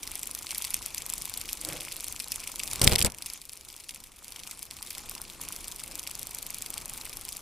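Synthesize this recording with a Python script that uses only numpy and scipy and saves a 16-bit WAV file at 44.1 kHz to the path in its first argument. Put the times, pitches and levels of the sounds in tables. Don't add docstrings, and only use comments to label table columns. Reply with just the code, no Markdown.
import sys
import numpy as np
from scipy import signal
from scipy.io import wavfile
from scipy.ndimage import uniform_filter1d

SR = 44100
rng = np.random.default_rng(int(sys.argv[2]) if len(sys.argv) > 2 else 0)


def elevation(decibels):
    levels = np.asarray(decibels, float)
    return 10 ** (levels / 20)


def int16_out(signal):
    q = np.round(np.clip(np.atleast_2d(signal).T, -1, 1) * 32767)
    wavfile.write(sys.argv[1], SR, q.astype(np.int16))


N = 326781

# start_s, room_level_db, whir_and_rattle_level_db
BACKGROUND = [(0, -52.5, -42.5), (.45, -55, -44), (.51, -53.5, -40.5), (.67, -53, -39), (.8, -52.5, -41.5),
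              (.9, -52.5, -42.5), (1.2, -53, -42), (1.65, -52.5, -41.5), (2.1, -53.5, -43.5),
              (2.55, -53.5, -41.5), (2.7, -49, -40), (2.79, -45, -39), (3.1, -52, -56), (3.2, -56.5, -51),
              (3.27, -58.5, -44), (3.34, -57, -44), (3.45, -63, -52.5), (3.7, -59, -51),
              (3.88, -60.5, -48.5), (3.93, -58, -48.5), (4.05, -59.5, -52.5), (4.22, -60, -51),
              (4.3, -57, -46.5), (4.55, -57, -48), (4.68, -57.5, -48.5), (4.9, -54.5, -43),
              (5.05, -53, -43.5), (5.2, -52.5, -47), (5.36, -55.5, -44.5), (5.42, -51, -43.5),
              (5.7, -53, -44.5), (6.5, -53.5, -44.5), (6.95, -52.5, -43.5), (7.41, -54, -44.5)]
# pitch_hz, level_db (per Hz)
ROOM_SPECTRUM = [(12, -60), (20, 3), (46, -2.5), (167, -10.5), (245, -12.5), (309, -9.5), (540, -17),
                 (980, -14), (1680, -23.5), (2000, -10.5), (2600, -33), (4400, -120)]
# pitch_hz, level_db (per Hz)
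WHIR_SPECTRUM = [(1000, -40), (1700, -24), (2390, 10), (2810, -1), (3360, 4.5), (6890, 9.5), (10700, 5),
                 (13000, -20), (15400, -18), (16300, -28)]
# pitch_hz, likeness (0 to 1)
LEFT_RIGHT_LIKENESS = [(60, 0.77), (200, 0.74), (700, 0.74), (2400, 1), (4400, 0.89), (8000, 0.65),
                       (15000, 0.35)]
# middle_s, level_db
PAW_DRAGS = [(1.712, -43.5), (1.81, -62.5), (5.91, -55)]
# pitch_hz, width_hz, level_db
TABLE_MODES = [(162, 42, 1), (240, 60, -15), (313, 29, 1), (510, 98, 2), (680, 110, -13), (810, 66, -19),
               (1060, 120, -14), (1450, 600, -8)]
# start_s, air_level_db (air in the ports), film_level_db (crackling film)
WING_BUFFET = [(2.808, -84, -80), (2.815, -27, -35), (2.85, -29, -27), (2.865, -30, -55), (2.9, -29, -35),
               (2.939, -28.5, -31), (2.972, -36, -75), (2.99, -36.5, -27), (3.037, -35.5, -81),
               (3.055, -25.5, -29), (3.075, -35.5, -41), (3.091, -44, -67), (3.12, -59.5, -79),
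               (3.14, -81, -89)]
# start_s, peak_level_db
WING_THUMPS = [(2.813, -25.5), (2.825, -33), (2.839, -20.5), (2.851, -28), (2.862, -41), (2.8713, -12),
               (2.886, -21), (2.921, -20), (2.93, -34), (2.953, -31), (3.004, -32), (3.043, -19.5),
               (3.053, -43)]
# start_s, peak_level_db
MOTOR_KNOCKS = [(0.527, -35), (0.685, -45), (0.74, -46), (1.136, -40.5), (2.417, -43), (2.496, -39),
                (4.223, -43.5), (4.473, -43), (4.492, -41), (4.724, -43.5), (4.971, -37.5), (5.037, -41.5),
                (5.118, -36.5), (5.164, -40), (5.2, -39), (5.398, -38.5), (5.505, -35), (5.817, -39.5),
                (6.091, -40.5), (6.759, -39)]
# pitch_hz, width_hz, level_db
HANDLE_MODES = [(850, 70, 12), (1002, 160, 19.5), (1290, 390, 18.5)]
# pitch_hz, width_hz, level_db
SHELL_MODES = [(2280, 760, 6), (3330, 620, 1.5), (4600, 1670, -2), (5900, 900, -1.5), (7580, 1030, -1.5),
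               (8800, 850, 1), (9700, 770, 1.5), (10800, 700, 3), (11980, 950, 0), (12730, 350, -2),
               (13920, 930, -2)]
# start_s, peak_level_db, colour_centre_hz, length_ms
WING_CLACKS = [(0.0305, -22.5, 5300, 2.1), (0.034, -23, 7400, 2.7), (0.069, -27, 5900, 2.1),
               (0.0746, -21, 5600, 1.8), (0.1153, -20, 9450, 2.2), (0.154, -19.5, 8400, 3.2),
               (0.1934, -20, 9400, 1.1), (0.231, -18.5, 8800, 2), (0.272, -19.5, 9100, 1.6),
               (0.312, -19.5, 8800, 2.2), (0.349, -19, 8100, 3.4), (0.389, -21.5, 7500, 1.5),
               (0.424, -25.5, 6300, 0.51), (0.4289, -26, 6960, 1.2), (0.468, -21, 4370, 1.5),
               (0.4915, -31, 4500, 6), (0.507, -18.5, 5900, 4.3), (0.514, -24, 6540, 7.7),
               (0.5463, -21.5, 6600, 9.6), (0.5776, -24.5, 10100, 2.8), (0.5814, -15, 10800, 0.98),
               (0.6139, -27, 3800, 9.2), (0.621, -16.5, 7800, 6.4), (0.6428, -20.5, 4740, 1.5),
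               (0.648, -18.5, 6530, 6.2), (0.6662, -29.5, 5600, 0.6), (0.672, -31, 5500, 1.5),
               (0.705, -17.5, 8800, 3.1), (0.742, -10.5, 8050, 2), (0.7893, -33, 6500, 2.1),
               (0.82, -25, 5400, 1.03), (0.826, -24.5, 6470, 1.3), (0.8608, -15, 8600, 0.9),
               (0.904, -33.5, 6400, 2.4), (0.946, -19, 6800, 2.1), (0.9795, -20, 6840, 6.7),
               (1.02, -22, 5950, 2.8), (1.0633, -18, 8930, 1.83), (1.0997, -12.5, 8550, 0.94),
               (1.1368, -13, 8510, 1.2), (1.18, -19, 8800, 0.92), (1.22, -19, 8500, 1.2),
               (1.2545, -15, 8260, 1.6), (1.296, -22, 8800, 3.5), (1.339, -20, 7280, 2.1),
               (1.375, -16, 9400, 0.92), (1.4134, -17, 6700, 1.5), (1.456, -23, 8000, 1.74),
               (1.479, -29.5, 8000, 2.2), (1.49, -19, 3700, 0.76), (1.495, -21, 8070, 1.5),
               (1.5302, -13.5, 8800, 1.25), (1.572, -25.5, 6750, 2.7), (1.6133, -20, 8800, 1.7),
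               (1.649, -18, 7030, 2.4), (1.688, -16.5, 7800, 1), (1.7, -28.5, 3200, 2.4),
               (1.7245, -24.5, 3600, 1.75), (1.731, -21, 8060, 1.5), (1.753, -32.5, 7190, 0.9),
               (1.7632, -29.5, 3700, 2.9), (1.769, -23.5, 7900, 1.5), (1.807, -18.5, 6440, 0.8),
               (1.818, -26.5, 3370, 1.5), (1.85, -20.5, 6080, 0.75), (1.883, -24, 3230, 1.2),
               (1.887, -25, 8140, 1.2), (1.9205, -20, 5460, 1.06), (1.9244, -21, 7000, 1.9),
               (1.9597, -28, 4480, 2.3), (1.9656, -20, 8800, 1.7), (2, -23.5, 5410, 2),
               (2.0063, -18.5, 9000, 1.2), (2.043, -18, 8000, 1.17), (2.082, -17, 9300, 1.5),
               (2.1245, -20.5, 9050, 1.74), (2.1623, -21.5, 5900, 1.7), (2.2, -15.5, 6910, 1.2),
               (2.202, -22.5, 4500, 7.3), (2.2424, -22.5, 6300, 2.2), (2.2756, -25.5, 4950, 1.85),
               (2.2826, -23.5, 8000, 2), (2.319, -14.5, 7460, 2.05), (2.3223, -17, 4600, 1),
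               (2.3585, -17.5, 8500, 1.5), (2.4016, -23.5, 7520, 1.6), (2.4385, -22.5, 7580, 0.58),
               (2.4733, -21.5, 5040, 0.94), (2.475, -21.5, 6800, 3.6), (2.517, -27.5, 7460, 3.3),
               (2.558, -19, 6740, 1.2), (2.594, -20.5, 5950, 4.5), (2.5988, -21, 3700, 5.7),
               (2.6338, -18.5, 6260, 3.6), (2.6761, -16, 6180, 0.72), (2.712, -18.5, 6160, 5.4),
               (2.732, -16, 7070, 4.7), (2.7571, -20.5, 6240, 4.2), (2.795, -21.5, 6600, 1.8),
               (2.815, -7, 5900, 9.3), (2.838, -14, 7000, 6.9), (2.8439, -3.5, 8350, 1.5),
               (2.8652, -17, 5500, 0.6), (2.8712, -7, 6500, 0.67), (2.8755, 5.5, 4070, 1.7),
               (2.8833, -19, 10000, 2.5), (2.887, -27, 3500, 1.1), (2.894, -17, 7000, 3),
               (2.896, -23, 5000, 1.8), (2.919, -12.5, 4470, 0.8), (2.924, -12, 5770, 3.1),
               (2.933, -13, 5400, 2.1), (2.955, -11, 4600, 2.6), (2.9585, -6, 4960, 2.7),
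               (2.982, -22, 9000, 5), (2.9825, -19, 4100, 2.7), (2.987, -12, 5040, 0.48),
               (2.9908, -12, 8100, 4), (3.0053, -11, 7250, 1.1), (3.0142, -8.5, 4500, 0.54),
               (3.0233, -14, 7000, 0.8), (3.025, -9, 6500, 2.4), (3.028, -15, 8500, 2),
               (3.0467, -10, 6040, 3.7), (3.052, -19, 5800, 1.7), (3.059, -14, 6400, 1.9),
               (3.0628, -15, 6370, 3.2), (3.067, -23, 5100, 2.3), (3.1003, -26.5, 5900, 0.46),
               (3.105, -32.5, 7500, 1.3), (3.1203, -28, 6500, 1.8), (3.1461, -27.5, 5130, 2.2),
               (3.1846, -25.5, 6200, 2.9), (3.222, -22.5, 6390, 5.3), (3.26, -22.5, 7100, 5.8),
               (3.265, -23, 6600, 2.9), (3.3002, -21.5, 6250, 1.53), (3.334, -24, 8300, 6.7),
               (3.375, -33.5, 6600, 2.6), (3.4156, -28.5, 6700, 3), (3.453, -31.5, 8610, 2.1),
               (3.4944, -23.5, 5900, 1.6), (3.533, -24.5, 8360, 1.1), (3.573, -29, 8130, 1.2),
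               (3.61, -31.5, 5700, 2.5), (3.6492, -33, 7700, 3.2), (3.6844, -31.5, 6260, 0.64),
               (3.687, -31.5, 5900, 3), (3.701, -32, 5100, 2.3), (3.727, -30, 9220, 2.4),
               (3.7398, -34, 5150, 4.1), (3.764, -28.5, 7700, 2.1), (3.778, -35.5, 4200, 2.5),
               (3.8, -31.5, 6100, 0.55), (3.803, -33.5, 6800, 3.1), (3.838, -34, 5830, 1.8),
               (3.842, -32.5, 4600, 1.4), (3.8914, -22.5, 5240, 7.3), (3.9077, -30, 5800, 3.3),
               (3.945, -27.5, 7660, 7.5), (3.9597, -28.5, 5130, 1.5), (4.002, -34.5, 7230, 4.5),
               (4.038, -30.5, 5900, 6.7), (4.071, -36.5, 6500, 2.1), (4.1183, -38, 4730, 1.7),
               (4.1613, -36, 7400, 2.2), (4.1892, -35, 8120, 0.79), (4.228, -37, 8400, 0.9),
               (4.2445, -26.5, 7900, 1.5), (4.281, -26.5, 7200, 1.9), (4.321, -27.5, 6300, 4.3),
               (4.3598, -27.5, 5330, 8.7), (4.392, -30.5, 5100, 9.5), (4.399, -31.5, 5400, 2.4),
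               (4.4346, -26, 4970, 0.84), (4.473, -24, 6520, 4.2), (4.511, -24, 7900, 2.1),
               (4.514, -29.5, 4950, 2.9), (4.549, -34.5, 6500, 1.6), (4.574, -32, 8300, 1.6),
               (4.592, -27, 7000, 1.6), (4.6279, -20.5, 8800, 2.9), (4.665, -36, 6530, 1.8),
               (4.71, -21, 5460, 1.23), (4.741, -36.5, 5600, 0.93), (4.767, -29, 6700, 2.7),
               (4.787, -36.5, 4420, 1.7), (4.8261, -20.5, 8200, 3.6), (4.8634, -28, 6050, 2.5),
               (4.871, -30, 6230, 5.8), (4.9042, -24, 9100, 0.85), (4.9068, -21, 5900, 1.2),
               (4.9505, -23, 5140, 1.1), (4.981, -23, 8130, 1.6), (4.9928, -33, 4570, 1.8),
               (5.01, -37.5, 6500, 2.1), (5.058, -33.5, 9400, 1.4), (5.095, -22.5, 10300, 2.1),
               (5.112, -27.5, 7280, 1.9), (5.14, -34, 5840, 1), (5.1505, -24, 5730, 4.1),
               (5.1785, -28.5, 4830, 5.3), (5.2157, -21, 8800, 3.1), (5.251, -32, 3900, 3.5),
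               (5.2797, -32.5, 6500, 2.24), (5.2992, -26.5, 5100, 1.6), (5.334, -32, 6460, 1.5),
               (5.4127, -22.5, 7730, 1.9), (5.415, -25, 10200, 3.9), (5.45, -29.5, 6500, 4.3),
               (5.487, -18, 8680, 0.88), (5.523, -25, 8000, 9.6), (5.5628, -19.5, 7000, 0.85),
               (5.606, -30.5, 7680, 5.2), (5.627, -38.5, 8600, 0.93), (5.643, -24, 6800, 1.6),
               (5.681, -20.5, 8350, 2.1), (5.715, -24, 6650, 0.75), (5.7208, -23.5, 5160, 2.1),
               (5.761, -25.5, 10100, 1.8), (5.784, -36.5, 7100, 1.2), (5.795, -23.5, 6000, 0.68),
               (5.7993, -23.5, 6800, 1.4), (5.8369, -20.5, 8000, 1.5), (5.8777, -24, 9100, 1.5),
               (5.912, -29, 5650, 3.4), (5.919, -28.5, 7060, 3.6), (5.9545, -17.5, 7260, 1.6),
               (5.994, -20, 7920, 3.2), (6.0299, -27.5, 6530, 1.2), (6.0364, -27, 7100, 1.9),
               (6.0731, -20.5, 6200, 5.4), (6.112, -20, 7500, 3), (6.152, -22, 8400, 2.7),
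               (6.189, -28, 6400, 1.3), (6.1931, -23, 9800, 1.73), (6.215, -27.5, 8530, 1),
               (6.23, -18.5, 7900, 1.5), (6.27, -20.5, 9700, 0.78), (6.3093, -23, 9250, 2.3),
               (6.347, -21, 8800, 2.5), (6.386, -19.5, 7400, 0.84), (6.427, -18, 10100, 1.6),
               (6.465, -23.5, 9200, 2), (6.504, -19.5, 9700, 2.2), (6.5444, -18.5, 8800, 0.77),
               (6.584, -21.5, 9750, 1.9), (6.6217, -18.5, 9700, 2.2), (6.661, -23, 5900, 5),
               (6.703, -20, 10200, 2.2), (6.74, -18.5, 7700, 2.06), (6.7789, -17, 6300, 2.2),
               (6.813, -29.5, 5900, 0.9), (6.819, -29, 8200, 1.9), (6.8571, -19, 8800, 1.2),
               (6.8958, -20.5, 8800, 2.6), (6.936, -21.5, 9500, 1.2), (6.9473, -31.5, 3840, 1.24),
               (6.9758, -24, 9590, 1.6), (7.012, -23, 6150, 5.7), (7.0478, -31, 6970, 2.1),
               (7.0528, -21.5, 8300, 1.2), (7.0642, -30.0, 3800, 3.2), (7.0948, -23, 7750, 2.7),
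               (7.129, -27.5, 4600, 3.1), (7.1336, -23.5, 8000, 1.1), (7.1702, -21, 8100, 1.4),
               (7.2118, -24, 8100, 0.6), (7.251, -21.5, 7700, 1.1), (7.289, -20.5, 7740, 2),
               (7.323, -24.5, 6250, 0.72), (7.327, -22.5, 8100, 1.7), (7.368, -19.5, 9300, 1.1)]

DRAG_RISE_DB_PER_S, DRAG_FALL_DB_PER_S, DRAG_HOLD_S = 220, 143, 0.028
KNOCK_AFTER_MS, KNOCK_OVER_WHIR_DB, KNOCK_SPREAD_DB = 21, -3, 4.5
CLACK_IN_HANDLE_DB = -28
PAW_HOLDS_S = (.48, .69)
TOUCH_APART = 4
FIRST_CONTACT = 2.23


def rms_one(x):
    return x / np.sqrt(np.mean(x ** 2) + 1e-20)


def in_time(rows):
    start_s, *columns = np.transpose(rows)
    return [np.interp(np.arange(N) / SR, start_s, column) for column in columns]


def at_hz(points, hz):
    pitch_hz, values = np.array(points)[:, 0], np.array(points)[:, 1]
    return np.interp(np.log(hz), np.log(pitch_hz), values)


def between(s, start_s, end_s):
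    return (s > start_s) & (s < end_s)


def drift(rate_hz):
    r = np.exp(-40 * np.pi * rate_hz / SR)
    noise = rng.standard_normal(N // 20 + 2002)
    slow = signal.lfilter([1], [1, -2 * r, r * r], noise)[2000:]
    return np.interp(np.arange(N) / 20, np.arange(len(slow)), rms_one(slow))


def resonate(x, hz, width_hz):
    r = np.exp(-np.pi * width_hz / SR)
    gain = (1 - r * r) / 2
    feedback = [1, -2 * r * np.cos(2 * np.pi * hz / SR), r * r]
    return signal.lfilter([gain, 0, -gain], feedback, x + 1e-18)


def to_stereo(mid, side, hz, apart=1):
    alike = np.clip(at_hz(LEFT_RIGHT_LIKENESS, hz), 0, 1) ** apart
    shared, own = np.sqrt(1 + alike) * mid, np.sqrt(1 - alike) * side
    return np.array([shared + own, shared - own]) / np.sqrt(2)


def place(rows, shapes):
    size = shapes.shape[-1]
    out = np.zeros((2, N + size))
    for k, row in enumerate(rows):
        at = round(row[0] * SR)
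        peak = np.abs(shapes[:, k].mean(axis=0)).max()
        out[:, at:at + size] += elevation(row[1]) * shapes[:, k] / peak
    return out[:, :N]


def banded_noise(spectrum, patchy_db):
    out, together = 0, drift(3.8)
    edges = np.geomspace(spectrum[0][0], min(spectrum[-1][0], .45 * SR), 15)
    white = rng.standard_normal((2, 2, N))
    for k, (low, high) in enumerate(zip(edges, edges[1:])):
        band = signal.butter(2, [low, high], "band", fs=SR, output="sos")
        mid, side = signal.sosfilt(band, white[k % 2])
        hz = np.sqrt(low * high)
        flicker_db = patchy_db * (0.33 * together + drift(48.0))
        out = out + elevation(at_hz(spectrum, hz) + flicker_db) * to_stereo(mid, side, hz)
    return rms_one(out)


def small_body(x):
    return signal.sosfilt(signal.butter(4, 2060, "high", fs=SR, output="sos"), x + 1e-18)


def crackle(per_s, spread_db, apart=1):
    size_db = spread_db * np.minimum(rng.exponential(1, (2, N)), 4)
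    sizes = elevation(size_db) * rng.choice([-1, 1], (2, N))
    grains = sizes * (rng.random(N) < per_s / SR)
    dealt, out = rng.integers(0, len(SHELL_MODES), (2, N)), 0
    for k, (hz, width_hz, level_db) in enumerate(SHELL_MODES):
        rings = resonate(grains * (dealt == k).any(axis=0), hz, width_hz)
        out = out + elevation(level_db) * to_stereo(*rings, hz, apart)
    return rms_one(small_body(out))


def main_clacks(rows):
    apart_s = rows[:, :1] - rows[:, 0]
    loudest_near = np.where(np.abs(apart_s) < .018, rows[:, 1], -200).max(axis=1)
    on_microphone = between(rows[:, 0], WING_BUFFET[0][0], WING_BUFFET[-1][0])
    return (rows[:, 1] >= loudest_near) & ~on_microphone


def room(room_db):
    return elevation(room_db + 1.0) * banded_noise(ROOM_SPECTRUM, patchy_db=2.0)


def paw():
    slips = rng.standard_normal((2, N)) * elevation(1.0 * drift(67.0))
    board = 0
    for hz, width_hz, level_db in TABLE_MODES:
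        rings = rms_one(resonate(slips, hz, width_hz))
        board = board + elevation(level_db) * to_stereo(*rings, hz, 0.12)
    t = np.arange(N) / SR
    swell = 0
    for middle_s, level_db in PAW_DRAGS:
        rise_db = DRAG_RISE_DB_PER_S * (t - middle_s + DRAG_HOLD_S)
        fall_db = DRAG_FALL_DB_PER_S * (middle_s + DRAG_HOLD_S - t)
        swell = swell + elevation(level_db + np.minimum(0, np.minimum(rise_db, fall_db)))
    return swell * rms_one(board)


def buffet(beats):
    air_db, film_db = in_time(WING_BUFFET)
    noise = to_stereo(*rng.standard_normal((2, N)), 200)
    low = signal.sosfilt(signal.butter(1, [35.0, 150.0], "band", fs=SR, output="sos"), noise)
    rub = signal.sosfilt(signal.butter(2, [140.0, 650.0], "band", fs=SR, output="sos"), noise)
    jerks_db = 6 * drift(120)
    slaps = np.sqrt(np.abs(uniform_filter1d(np.abs(beats[0]), size=300)) / elevation(-29.0))
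    film = crackle(3000 * elevation(jerks_db), spread_db=5.5, apart=TOUCH_APART)
    shaken_air = rms_one(low) + elevation(-9) * slaps * rms_one(rub)
    return elevation(air_db + 2.5 * drift(50)) * shaken_air + elevation(film_db) * film


def thumps(size=1500):
    t = np.arange(size) / SR
    chance = rng.standard_normal((len(WING_THUMPS), 2))
    hz = 96.0 * 2 ** (0.12 * chance[:, :1])
    left_db = 2.0 + 0.8 * chance[:, 1:]
    sides = []
    for lag_s, side_db in ((0, left_db), (.0016, -left_db)):
        late = np.maximum(t - lag_s, 0)
        envelope = np.exp(-late / 0.003) * (1 - np.exp(-late / 0.0017))
        sides.append(-elevation(side_db) * np.sin(2 * np.pi * hz * late) * envelope)
    return place(WING_THUMPS, np.array(sides))


def whir():
    return banded_noise(WHIR_SPECTRUM, patchy_db=4.5)


def knocks(size=1200):
    contacts = np.array(WING_CLACKS)
    main = contacts[main_clacks(contacts), :2]
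    beat_s = main[:, 0] + KNOCK_AFTER_MS / 1000
    whir_db = np.interp(beat_s, np.array(BACKGROUND)[:, 0], np.array(BACKGROUND)[:, 2])
    chance = rng.standard_normal((len(MOTOR_KNOCKS) + 2 * len(beat_s), 2 + len(HANDLE_MODES)))
    weak = np.c_[beat_s, whir_db + KNOCK_OVER_WHIR_DB]
    weak = weak + chance[-len(beat_s):, :2] * [.002, KNOCK_SPREAD_DB]
    rows = np.r_[MOTOR_KNOCKS, main + [0, CLACK_IN_HANDLE_DB], weak]
    blow = np.zeros((len(rows), size))
    blow[:, :60] = np.hanning(60) * np.sin(np.arange(60) * 2 * np.pi / 44)
    rings = []
    for k, (hz, width_hz, level_db) in enumerate(HANDLE_MODES):
        strength = elevation(level_db + 4.8 * chance[:, 2 + k, None])
        rings.append(strength * resonate(blow, hz, width_hz))
    return place(rows, to_stereo(sum(rings), rings[0] - rings[-1], HANDLE_MODES[1][0]))


def rattle(beats):
    force = uniform_filter1d(np.abs(beats[0]), size=60)
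    r = np.exp(-1 / (0.0031 * SR))
    after = signal.lfilter([(1 - r) ** 2], [1, -2 * r, r * r], force)
    far_end = np.roll(force, round(0.024 * SR))
    shaken = after + 0.18 * far_end
    usual = uniform_filter1d(2 * shaken + 1e-9, size=SR // 8)
    shaken = 0.5 + 2 * np.tanh(shaken / usual)
    jolts = (rng.random(N) < 60.0 * shaken / SR) * rng.standard_normal(N)
    boom = sum(elevation(level_db) * resonate(jolts, hz, width_hz) for hz, width_hz, level_db in HANDLE_MODES)
    clicks_per_s = 3500.0 * shaken * elevation(3.0 * drift(150.0))
    loose = np.sqrt(shaken) * crackle(clicks_per_s, spread_db=4.5)
    return rms_one(loose) + elevation(-19.5) * rms_one(boom)


def with_lead_ticks(rows):
    start_s, level_db = rows[:, 0], rows[:, 1]
    apart_s = rows[:, :1] - start_s
    clear_before = ~between(apart_s, 0, .009).any(axis=1) & ~between(start_s, *PAW_HOLDS_S)
    chance = rng.standard_normal((len(rows), 6))
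    length_ms = .6 + .2 * chance[:, 3]
    ticks = np.c_[start_s - .0052 + .0009 * chance[:, 0], level_db - 10 + 2 * chance[:, 1],
                  5500 + 900 * chance[:, 2], length_ms]
    ends = np.c_[start_s + .023 + .0015 * chance[:, 4], level_db - 13.0 + 3 * chance[:, 5],
                 10000 + 1000 * chance[:, 2], length_ms]
    main = main_clacks(rows)
    return np.r_[rows, ticks[main & clear_before], ends[main]]


def clacks(size=600):
    rows, t = with_lead_ticks(np.array(WING_CLACKS)), np.arange(size) / SR
    chatter_s = np.clip(.5 * rows[:, 3:4] - .2, .08, 4) / 1000
    chance = rng.standard_normal((len(rows), 2 * size + len(SHELL_MODES)))
    attack = 1 - np.exp(-t / (0.061 * chatter_s))
    decay = np.exp(-(t / chatter_s) ** 1.29) + 0.15 * np.exp(-t / 0.0031)
    envelope = attack * decay
    mid, side = chance[:, :size] * envelope, chance[:, size:2 * size] * envelope
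    mid[:, 2] += FIRST_CONTACT * np.sign(chance[:, 0])
    touching = between(rows[:, :1], WING_THUMPS[3][0], WING_BUFFET[-1][0])
    apart = np.where(touching, TOUCH_APART, 1)
    shapes = 0
    for k, (hz, width_hz, level_db) in enumerate(SHELL_MODES):
        colour_db = -6.0 * np.log2(hz / rows[:, 2:3]) ** 2 + 2.0 * chance[:, -1 - k, None]
        rings = resonate(np.array([mid, side]), hz, width_hz)
        rings = rings * np.sqrt(width_hz / np.mean(rings ** 2, axis=-1, keepdims=True))
        shapes = shapes + (-1) ** k * elevation(level_db + colour_db) * to_stereo(*rings, hz, apart)
    return place(rows, small_body(shapes))


def scene():
    room_db, whir_db = in_time(BACKGROUND)
    beats = clacks()
    toy = beats + knocks() + elevation(whir_db - 5.0) * rattle(beats) + elevation(whir_db - 8.0) * whir()
    lean_left = elevation(np.array([[.5], [-.5]]))
    return (toy + room(room_db)) * lean_left + paw() + thumps() + buffet(beats)


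def roll_off(x):
    return signal.sosfilt(signal.butter(12, 16440, fs=SR, output="sos"), x)


def record(dry):
    cut = signal.sosfilt(signal.cheby2(10, 50, 16400, fs=SR, output="sos"), dry)
    return roll_off(np.clip(cut, -1, 1))


dry = scene()
out = record(dry)
int16_out(out)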